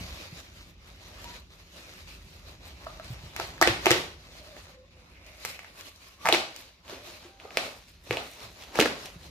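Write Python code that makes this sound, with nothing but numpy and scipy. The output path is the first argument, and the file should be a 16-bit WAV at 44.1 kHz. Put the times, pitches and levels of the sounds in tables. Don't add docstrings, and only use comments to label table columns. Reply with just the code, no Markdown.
import sys
import numpy as np
from scipy import signal
from scipy.fft import rfft, irfft, next_fast_len
from scipy.io import wavfile
from scipy.ndimage import uniform_filter1d, map_coordinates

SR = 44100
rng = np.random.default_rng(int(sys.argv[2]) if len(sys.argv) > 2 else 0)


def wav_record(signal):
    frames = np.transpose(np.atleast_2d(signal))
    bounded = np.clip(frames, -1, 1)
    quanta = np.round(bounded * 32767).astype(np.int16)
    wavfile.write(sys.argv[1], SR, quanta)


def makeup_ratio(level_db):
    decades = np.asarray(level_db, float) / 20
    return 10 ** decades


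N = 410130


def releases():
    # t/s, peak level/dB, crack f/Hz, low push/dB, bright edge/dB
    tears = [(3.3636, -21.5, 2360, -22, -2), (3.3991, -19.5, 1400, -3.5, -7),
             (3.6141, -5.5, 1220, -8.5, -3.5), (3.6165, -26, 1140, -12, -18), (3.6219, -8, 4700, -3, -15),
             (3.626, 1.5, 1910, -17, -14), (3.6361, -25, 1740, -20, -7.5), (3.6745, -1.5, 2640, -9, -16.5),
             (3.8545, -26.5, 1770, -3, -28), (3.8584, -5, 2600, -16.5, -8), (3.8672, -5.5, 2320, -4, -15),
             (3.9072, -2.5, 1960, -13, -6.5), (3.9152, -2, 3050, -14.5, -11)]
    # t/s, peak level/dB, crack f/Hz, low push/dB, bright edge/dB
    cuts = [(5.4504, -20.5, 2360, -25, 1.5), (6.2518, -23, 1100, -3, -22),
            (6.2562, -12.5, 1940, -3.5, -10.5), (6.2637, -14, 1050, -6, -15),
            (6.2722, -12.5, 2270, -4.5, -17), (6.2878, -6, 2440, -9, -8), (6.2925, -19.5, 2200, 3.5, -16),
            (6.2985, -23, 910, -9, -13), (6.3257, -1.5, 2760, -15.5, -22), (6.3258, -2.5, 4000, -23, -30),
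            (6.3403, -7.5, 2170, -17.5, -18), (6.3458, -12, 2360, -11, -14),
            (6.3472, -7.5, 2450, -10.5, -9.5), (7.452, -34, 690, -1, -24), (7.572, -6, 2330, -10, -14.5),
            (8.1045, -42, 3300, -12, -12), (8.109, -13, 2450, -4, -18), (8.1273, -21, 2620, -9, -11),
            (8.1315, -26, 2200, 0.5, -16), (8.1385, -31, 2500, -12, -14), (8.1628, -28, 2480, -22, -16),
            (8.1708, -12.5, 2730, -8.5, -23), (8.7563, -19, 2400, -6, -6.5),
            (8.7742, -25.5, 2600, -2, -2.5), (8.7891, -10, 1440, -1, -10), (8.7977, -9, 2330, 0, -8),
            (8.8024, -1, 2920, -14.5, -10), (8.8116, -11.5, 2300, -0.5, -4), (8.8142, -22.5, 3200, -6, -14),
            (8.8246, -12.5, 1880, -15, -9), (8.8285, -21, 2400, -20, -5), (8.8579, -14.5, 1700, -2, -13.5),
            (8.8601, -17.5, 1410, -5, -14)]
    # t/s, peak level/dB, crack f/Hz, bright edge/dB
    ticks = [(0.963, -49, 1800, -16), (1.2437, -31, 2920, -4), (4.566, -34.5, 1980, -11),
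             (2.8426, -34.5, 2340, -14), (2.8474, -42, 4350, -8), (2.8661, -31.5, 1040, -46),
             (2.869, -26.5, 1210, -29), (2.9734, -42, 3380, -5), (2.9979, -30, 1320, -18),
             (3.0453, -44, 1020, 8), (3.58, -33, 1760, -19), (5.265, -48, 4200, 7), (5.4573, -40, 2260, 16),
             (5.592, -26, 2320, -11), (5.6328, -37, 2120, -20), (5.6461, -32, 1970, -12),
             (5.8098, -28.5, 3120, -5), (5.96, -41, 4200, -1), (6.249, -29, 1080, -22),
             (6.5628, -32.5, 3000, 3.5), (6.8799, -36, 3360, -10), (6.886, -38, 3110, -11),
             (6.8976, -31.5, 3050, -5), (7.264, -43, 1200, -24), (7.4, -31.5, 2600, -24),
             (7.5066, -31, 2440, -26), (7.8013, -47, 2270, -14), (8.074, -39.5, 2530, -14),
             (8.624, -35, 2360, -10), (8.637, -33, 3060, -6), (8.752, -29, 1650, -15),
             (8.9996, -38, 1450, -15), (9.0582, -28, 2740, -1.5)]
    tick_push_db = -16.5
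    flips = [(s, db, hz, tick_push_db, edge_db) for s, db, hz, edge_db in ticks]
    return sorted(tears + cuts + flips)


def crack(hz, t):
    ring = -np.sin(2 * np.pi * hz * t) * makeup_ratio(-60 * t * hz / 8.6) * (1 - np.exp(-t * hz / 0.25))
    rip = uniform_filter1d(uniform_filter1d(rng.standard_normal(len(t)), size=6), size=4)
    rip = rip - uniform_filter1d(rip, size=48)
    return ring + 0.86 * rip * makeup_ratio(-60 * t / 0.0033)


def sheet_push(hz, t):
    t60_s, attack_s = .011, 0.00075
    return np.sin(2 * np.pi * hz * t) * makeup_ratio(-60 * t / t60_s) * (1 - np.exp(-t / attack_s))


def snaps(count):
    # t/s, f/Hz
    sheet = [(0, 610), (3.6, 686), (3.68, 603), (3.87, 620), (3.91, 420), (5.45, 519), (6.25, 670),
             (6.35, 622), (7.57, 583), (8.11, 420), (8.17, 610), (8.79, 610), (8.805, 424), (8.86, 534),
             (9.3, 520)]
    pitch_scatter = .1
    out, t = np.zeros((2, count, N + SR)), np.arange(1024) / SR
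    sheet_hz, = curves(sheet)
    for k, (s, db, hz, push_db, _) in enumerate(releases()):
        start = round(s * SR)
        push_hz = sheet_hz[start] * np.exp(pitch_scatter * rng.standard_normal())
        push = makeup_ratio(push_db + 3.0) * sheet_push(push_hz, t)
        out[:, k % count, start:start + len(t)] += makeup_ratio(db + 3.0) * np.array([crack(hz, t), push])
    return out[..., :N]


def edges():
    size, t = np.zeros(N + SR), np.arange(1024) / SR
    decay = makeup_ratio(-60 * t / 0.0048) + 0.25 * makeup_ratio(-60 * t / 0.04)
    for s, db, *_, edge_db in releases():
        size[round(s * SR):][:len(t)] += makeup_ratio(db + edge_db) * decay
    colour = [(2000, -21.5), (3500, -1.5), (6000, 1.5), (9000, -8.0), (16000, -8.0)]  # f/Hz, level/dB
    return size[:N] * coloured(rng.standard_normal((2, N)), colour)


def handling():
    # t/s, hold/s, level/dB, weight on the parcel/dB
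    grips = [(0.0, 0.24, -46, -5.5), (0.352, 0.063, -47, -6), (0.558, 0.073, -54, -7.5),
             (0.87, 0.014, -53.5, -1.5), (1, 0.22, -53, -4), (1.245, 0.097, -47.5, -4),
             (1.512, 0.15, -58, -5.5), (1.752, 0.24, -50.5, -6.5), (2.086, 0.05, -51, -8.5),
             (2.21, 0.098, -58.5, -6.5), (2.335, 0.078, -56, -6.5), (2.486, 0.0089, -51, -2),
             (2.656, 0.028, -49, -3), (2.813, 0.15, -53, -1), (3.046, 0.08, -49.5, -5),
             (3.134, 0.17, -54.5, -1.5), (3.408, 0.0079, -38, -1.5), (3.537, 0.39, -52.5, 1.5),
             (3.884, 0.031, -31, -6), (3.918, 0.057, -40.5, 4), (4.222, 0.052, -56, -2.5),
             (4.32, 0.36, -53.5, -4.5)]
    # t/s, hold/s, level/dB, weight on the parcel/dB
    tugs = [(4.965, 0.24, -63.5, 2), (5.282, 0.11, -55, -4.5), (5.476, 0.017, -42, -11),
            (5.587, 0.15, -59.5, -1.5), (5.786, 0.089, -50, -8.5), (6.02, 0.075, -53, -9),
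            (6.265, .07, -43, -2), (6.335, 0.012, -41, 8), (6.586, 0.022, -48.5, -8),
            (6.911, 0.039, -46, 1), (7.073, 0.047, -46, -4.5), (7.251, 0.026, -54, -0.5),
            (7.426, 0.11, -56.5, 2), (7.596, 0.067, -43, 0), (7.658, 0.028, -52, -10),
            (7.774, 0.026, -56.5, -16), (7.887, 0.0089, -56.5, -11), (8.1, 0.022, -48, -13),
            (8.12, 0.074, -47, 5), (8.26, 0.079, -54, -24), (8.414, 0.0087, -43.5, -2),
            (8.604, 0.014, -48.5, -4.5), (8.798, 0.051, -35, 4), (9.002, 0.072, -46.5, -3.5),
            (9.226, 0.031, -51.5, -2.5)]
    rise_db_per_s = 240.5
    fall_db_per_s = (125, 134, 139)
    rest_db = (-65.5, -70.5, -85.5)
    grip_hiss_db, tug_hiss_db, hiss_per_weight = -13, -11, -0.2
    s, hold, db, weight = np.transpose(grips + tugs)[:, :, None]
    hiss_db = np.repeat([grip_hiss_db, tug_hiss_db], [len(grips), len(tugs)])[:, None]
    hiss_db = hiss_db + hiss_per_weight * weight
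    t = np.arange(0, N / SR + .002, .002)
    gains = []
    for level, fall, rest in zip((db, db + weight, db + hiss_db), fall_db_per_s, rest_db):
        moves = makeup_ratio(movement(t, s, hold, level, rise_db_per_s, fall))
        power = np.sum(moves ** 2, axis=0) + makeup_ratio(rest) ** 2
        gains.append(np.interp(np.arange(N) / SR, t, uniform_filter1d(np.sqrt(power), size=11)))
    return gains


def movement(t, s, hold, db, rise, fall):
    return db - rise * np.maximum(s - t, 0) - fall * np.maximum(t - s - hold, 0)


def creases(rate, spread_db, clump_db):
    struck = rng.random(N) < rate / SR * makeup_ratio(clump_db * wobble(25))
    size_db = spread_db * np.minimum(rng.exponential(size=N), 4)
    return struck * rng.choice([-1, 1], N) * makeup_ratio(size_db)


def patchy(depth_db):
    z = signal.stft(diffuse(rng.standard_normal((2, N))), nperseg=512)[2]
    field = rng.standard_normal(z.shape[1:])
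    field = uniform_filter1d(uniform_filter1d(field, size=5, axis=0), size=9, axis=1)
    return signal.istft(z * makeup_ratio(depth_db * unit(field)), nperseg=512)[1][:, :N]


def crease_wash():
    return patchy(depth_db=2.0) * makeup_ratio(0.42 * wobble(16) + 1.4 * wobble(40))


def rustle(wash):
    # f/Hz, level/dB per Hz
    film_colour = [(530, -61.5), (900, -38), (944, -22.5), (1220, -9.5), (2500, 1.5), (3300, -2), (3970, 1),
                   (6870, -9.5), (9000, -43.5), (11700, -26), (19800, -120)]
    # f/Hz, level/dB per Hz
    body_colour = [(120, -8), (200, -8), (257, -3.5), (461, -5.5), (554, -0.5), (731, -5), (1140, -7),
                   (1600, -15.5), (2080, -18.5), (3520, -120)]
    # f/Hz, level/dB per Hz
    hiss_colour = [(4120, -40), (7000, -12.5), (8110, -11), (15100, -12.5), (16100, -21), (16500, -45)]
    gains = handling()
    ticks = heard(creases(rate=600, spread_db=3.0, clump_db=4.5))
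    film = 0
    tick_shares = (.35, .3, .25)
    for gain, colour, share in zip(gains, (film_colour, body_colour, hiss_colour), tick_shares):
        layer = share * coloured(ticks, colour) + (1 - share) * coloured(wash, colour)
        film = film + gain * unit(layer)
    pricks = heard(creases(rate=9.1, spread_db=2.0, clump_db=15.5))
    return film + makeup_ratio(-7.5) * gains[2] * coloured(pricks, hiss_colour)


def knife_stroke(wash):
    # f/Hz, level/dB
    blade_ring = [(900, -62), (1700, -18.5), (2200, 3), (2700, -7), (4500, -56)]
    level_db = movement(np.arange(N) / SR, s=5.15, hold=.45, db=-62.5, rise=86, fall=140)
    return makeup_ratio(level_db) * coloured(wash, blade_ring)


def squeaks():
    # t/s, length/s, f/Hz, level/dB, roughness (0 clear tone, about 1 all noise)
    slips = [(1.242, .12, 950, -49.5, 0.4), (2.883, 0.036, 1215, -52, .5), (4.391, 0.19, 600, -52, 0.96),
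             (4.65, 0.21, 540, -59.5, 0.87), (4.93, 0.13, 505, -63.5, 0.4), (5.2, 0.38, 625, -64, 1),
             (5.745, 0.16, 1113, -64, 1.1), (6.021, 0.11, 1095, -61, 1.1), (6.185, 0.14, 1143, -53, 1.06),
             (6.952, 0.27, 587, -60.5, 1.2), (7.24, 0.19, 781.5, -56.5, 0.06), (7.43, 0.11, 767, -59, 0.8),
             (7.399, 0.19, 1190, -59, 0.97)]
    waver, breath_per_s, octave_db = .025, 85, -15
    out, t = np.zeros(N), np.arange(N) / SR
    drift = wobble(20)
    grain = wobble(breath_per_s) + 1j * wobble(breath_per_s)
    for s, length, hz, db, rough in slips:
        on = slice(round(s * SR), round((s + length) * SR))
        turn = 2 * np.pi * np.cumsum(hz * (1 + waver * rough * drift[on])) / SR
        shape = np.abs(np.sin(np.pi * (t[on] - s) / length)) ** 0.35
        tone = np.exp(1j * turn) + makeup_ratio(octave_db) * np.exp(2j * turn)
        slip = (1 - rough + rough * grain[on]) * tone
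        out[on] += makeup_ratio(db) * shape * slip.real
    return out


def knocks(table, cycles, attack):
    out, t = np.zeros(N + SR), np.arange(SR // 4) / SR
    for s, db, hz in table:
        ring = makeup_ratio(db - 60 * t * hz / cycles) * np.sin(2 * np.pi * hz * t)
        out[round(s * SR):][:len(t)] += ring * (1 - np.exp(-t / attack))
    return out[:N]


def parcel_booms():
    # t/s, peak level/dB, f/Hz
    pulls = [(0.009, -33.5, 181), (3.394, -29.5, 393), (3.615, -18, 325), (3.679, -19.5, 335),
             (3.865, -10.5, 379), (3.913, -11, 370), (3.965, -36, 426), (6.29, -28.5, 310),
             (6.329, -16.5, 349), (8.108, -35, 318), (8.791, -13, 281), (8.823, -17.5, 284)]
    return knocks(pulls, cycles=17.0, attack=0.0011)


def parcel_taps():
    # t/s, peak level/dB, f/Hz
    taps = [(2.866, -28, 635), (2.867, -33, 1220), (2.996, -31.5, 635), (2.997, -47, 1260),
            (4.564, -42.5, 788), (6.895, -33.5, 582), (6.925, -35, 393), (7.074, -38, 643),
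            (7.25, -42, 352), (7.074, -45, 345), (7.445, -41.5, 420), (7.508, -40, 755), (8.415, -46, 440)]
    return knocks(taps, cycles=26.5, attack=0.0023)


def bench_bumps():
    # t/s, peak level/dB, f/Hz
    bumps = [(0.326, -32.5, 149), (0.894, -56, 96), (3.104, -27, 125), (3.236, -37, 142), (3.614, -44, 100),
             (3.694, -26, 114), (3.901, -46, 113), (3.906, -22.5, 134), (6.25, -34, 180), (7.571, -60, 147),
             (8.1, -29.5, 119), (8.437, -42, 110), (8.792, -18, 230), (9.159, -35.5, 155)]
    return knocks(bumps, cycles=12.0, attack=0.0014)


def near_walls(x):
    walls = [(.0025, -10), (.0045, -14), (.0078, -16), (.012, -17)]
    out = np.zeros((2, N))
    for delay, db in walls:
        for ear in out:
            late = round(delay * SR) + rng.integers(-8, 8)
            ear[late:] += makeup_ratio(db) * x[:-late]
    return out


def ringing(count):
    # f/Hz, level/dB per Hz
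    tail_colour = [(260, -34), (420, -12.5), (600, 1), (761, -5), (828, -6.5), (1410, -3.5), (2450, -9),
                   (4070, -4.5), (12800, -30.5), (16000, -54)]
    out = np.zeros((count, N))
    for k, (s, db, *_) in enumerate(releases()):
        out[k % count, round((s + .003) * SR)] = makeup_ratio(db)
    return np.sqrt(np.mean(out ** 2)) * coloured(out, tail_colour)


def shop(x):
    # f/Hz, t60/s
    t60 = [(150, 0.4), (500, 0.4), (2000, 0.41), (6000, 0.43), (14000, 0.42)]
    hz, t, z = signal.stft(diffuse(rng.standard_normal((2, SR))), SR, nperseg=256)
    decay = makeup_ratio(-60 * t / along(t60, hz)[:, None])
    tail = signal.istft(z * decay, SR, nperseg=256)[1]
    tail = tail * (1 - np.exp(-np.arange(tail.shape[1]) / SR / 0.0018))
    return signal.fftconvolve(x[None], tail / np.linalg.norm(tail[0]), axes=1)[:, :N]


def rumble():
    # t/s, level/dB
    drone = [(0.0, -40), (.25, -50.5), (.9, -52), (1.27, -50), (1.76, -53.5), (2.15, -48.5), (3.4, -48),
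             (3.8, -41.5), (4.12, -51.5), (4.7, -54), (5.8, -57.5), (6.15, -60), (6.8, -59.5), (7.07, -56),
             (7.43, -60), (7.75, -58), (8.9, -56.5), (9.3, -51)]
    # f/Hz, level/dB per Hz
    drone_colour = [(13, -61), (22, -32), (46, 2), (69, 0.5), (92, -3), (129, -15.5), (166, -8.5),
                    (198, -16), (300, -21.5), (390, -18.5), (660, -120)]
    level_db = curves(drone)[0] + 1.3 * wobble(4.6)
    return makeup_ratio(level_db) * coloured(diffuse(rng.standard_normal((2, N))), drone_colour)


def heard(x):
    # t/s, left lead/ms
    place = [(0, 0.16), (4, 0.14), (6.5, 0.063), (9.3, -0.028)]
    lead = curves(place)[0] * SR / 2000
    return np.array([map_coordinates(x, [np.arange(N) + side * lead], order=3) for side in (1, -1)])


def diffuse(pair):
    spacing_m, speed_m_per_s = 0.14, 343
    n = pair.shape[1]
    turn = np.arccos(np.sinc(2 * np.fft.rfftfreq(n, 1 / SR) * spacing_m / speed_m_per_s)) / 2
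    side_gain = np.hypot(np.sin(turn), .09)
    mid, side = irfft(rfft(pair) * [np.cos(turn), side_gain], n)
    return np.array([mid + side, mid - side])


def coloured(x, spectrum):
    m = next_fast_len(x.shape[-1] + 8192)
    gain = makeup_ratio(along(spectrum, np.fft.rfftfreq(m, 1 / SR)))
    return unit(irfft(rfft(x, m) * gain, m)[..., :x.shape[-1]])


def wobble(rate):
    knots = rng.standard_normal(int(N * rate / SR) + 4)
    return map_coordinates(knots, [np.arange(N) * rate / SR])


def curves(rows):
    s, *cols = np.transpose(rows)
    return [np.interp(np.arange(N) / SR, s, c) for c in cols]


def along(points, hz):
    f, v = np.transpose(points)
    return np.interp(np.log(hz + 1), np.log(f + 1), v)


def unit(x):
    return x / np.sqrt(np.mean(x ** 2) + 1e-20)


def scene():
    cracks, pushes = snaps(count=3)
    film = (cracks + pushes).sum(0)
    small = bench_bumps() + parcel_taps() + squeaks() + parcel_booms()
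    away = makeup_ratio(4.0) * ringing(count=3) + makeup_ratio(-3.0) * cracks + makeup_ratio(-2.5) * pushes + makeup_ratio(-8.5) * small
    wet = sum(shop(track) for track in away)
    direct = heard(film + small) + near_walls(film) + makeup_ratio(-4.5) * edges()
    wash = crease_wash()
    return direct + wet + rustle(wash) + knife_stroke(wash) + rumble()


def roll_off(x):
    return signal.sosfilt(signal.butter(12, 15950, fs=SR, output="sos"), x)


def record(dry):
    bass_hz, top_hz, ceiling = 30, 15050, .95
    hz = np.fft.rfftfreq(N, 1 / SR)
    bass_cut = (hz / bass_hz) ** 2 / (1 + (hz / bass_hz) ** 2)
    band = bass_cut / (1 + (hz / top_hz) ** 40)
    tilt = makeup_ratio([[1.2], [-1.2]] * np.clip(hz / 12000 - .3, -.2, 1))
    x = irfft(rfft(dry) * band * tilt, N)
    mix = x / (1 + np.abs(x / ceiling) ** 4) ** (1 / 4)
    return roll_off(mix)


dry = scene()
out = record(dry)
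wav_record(out)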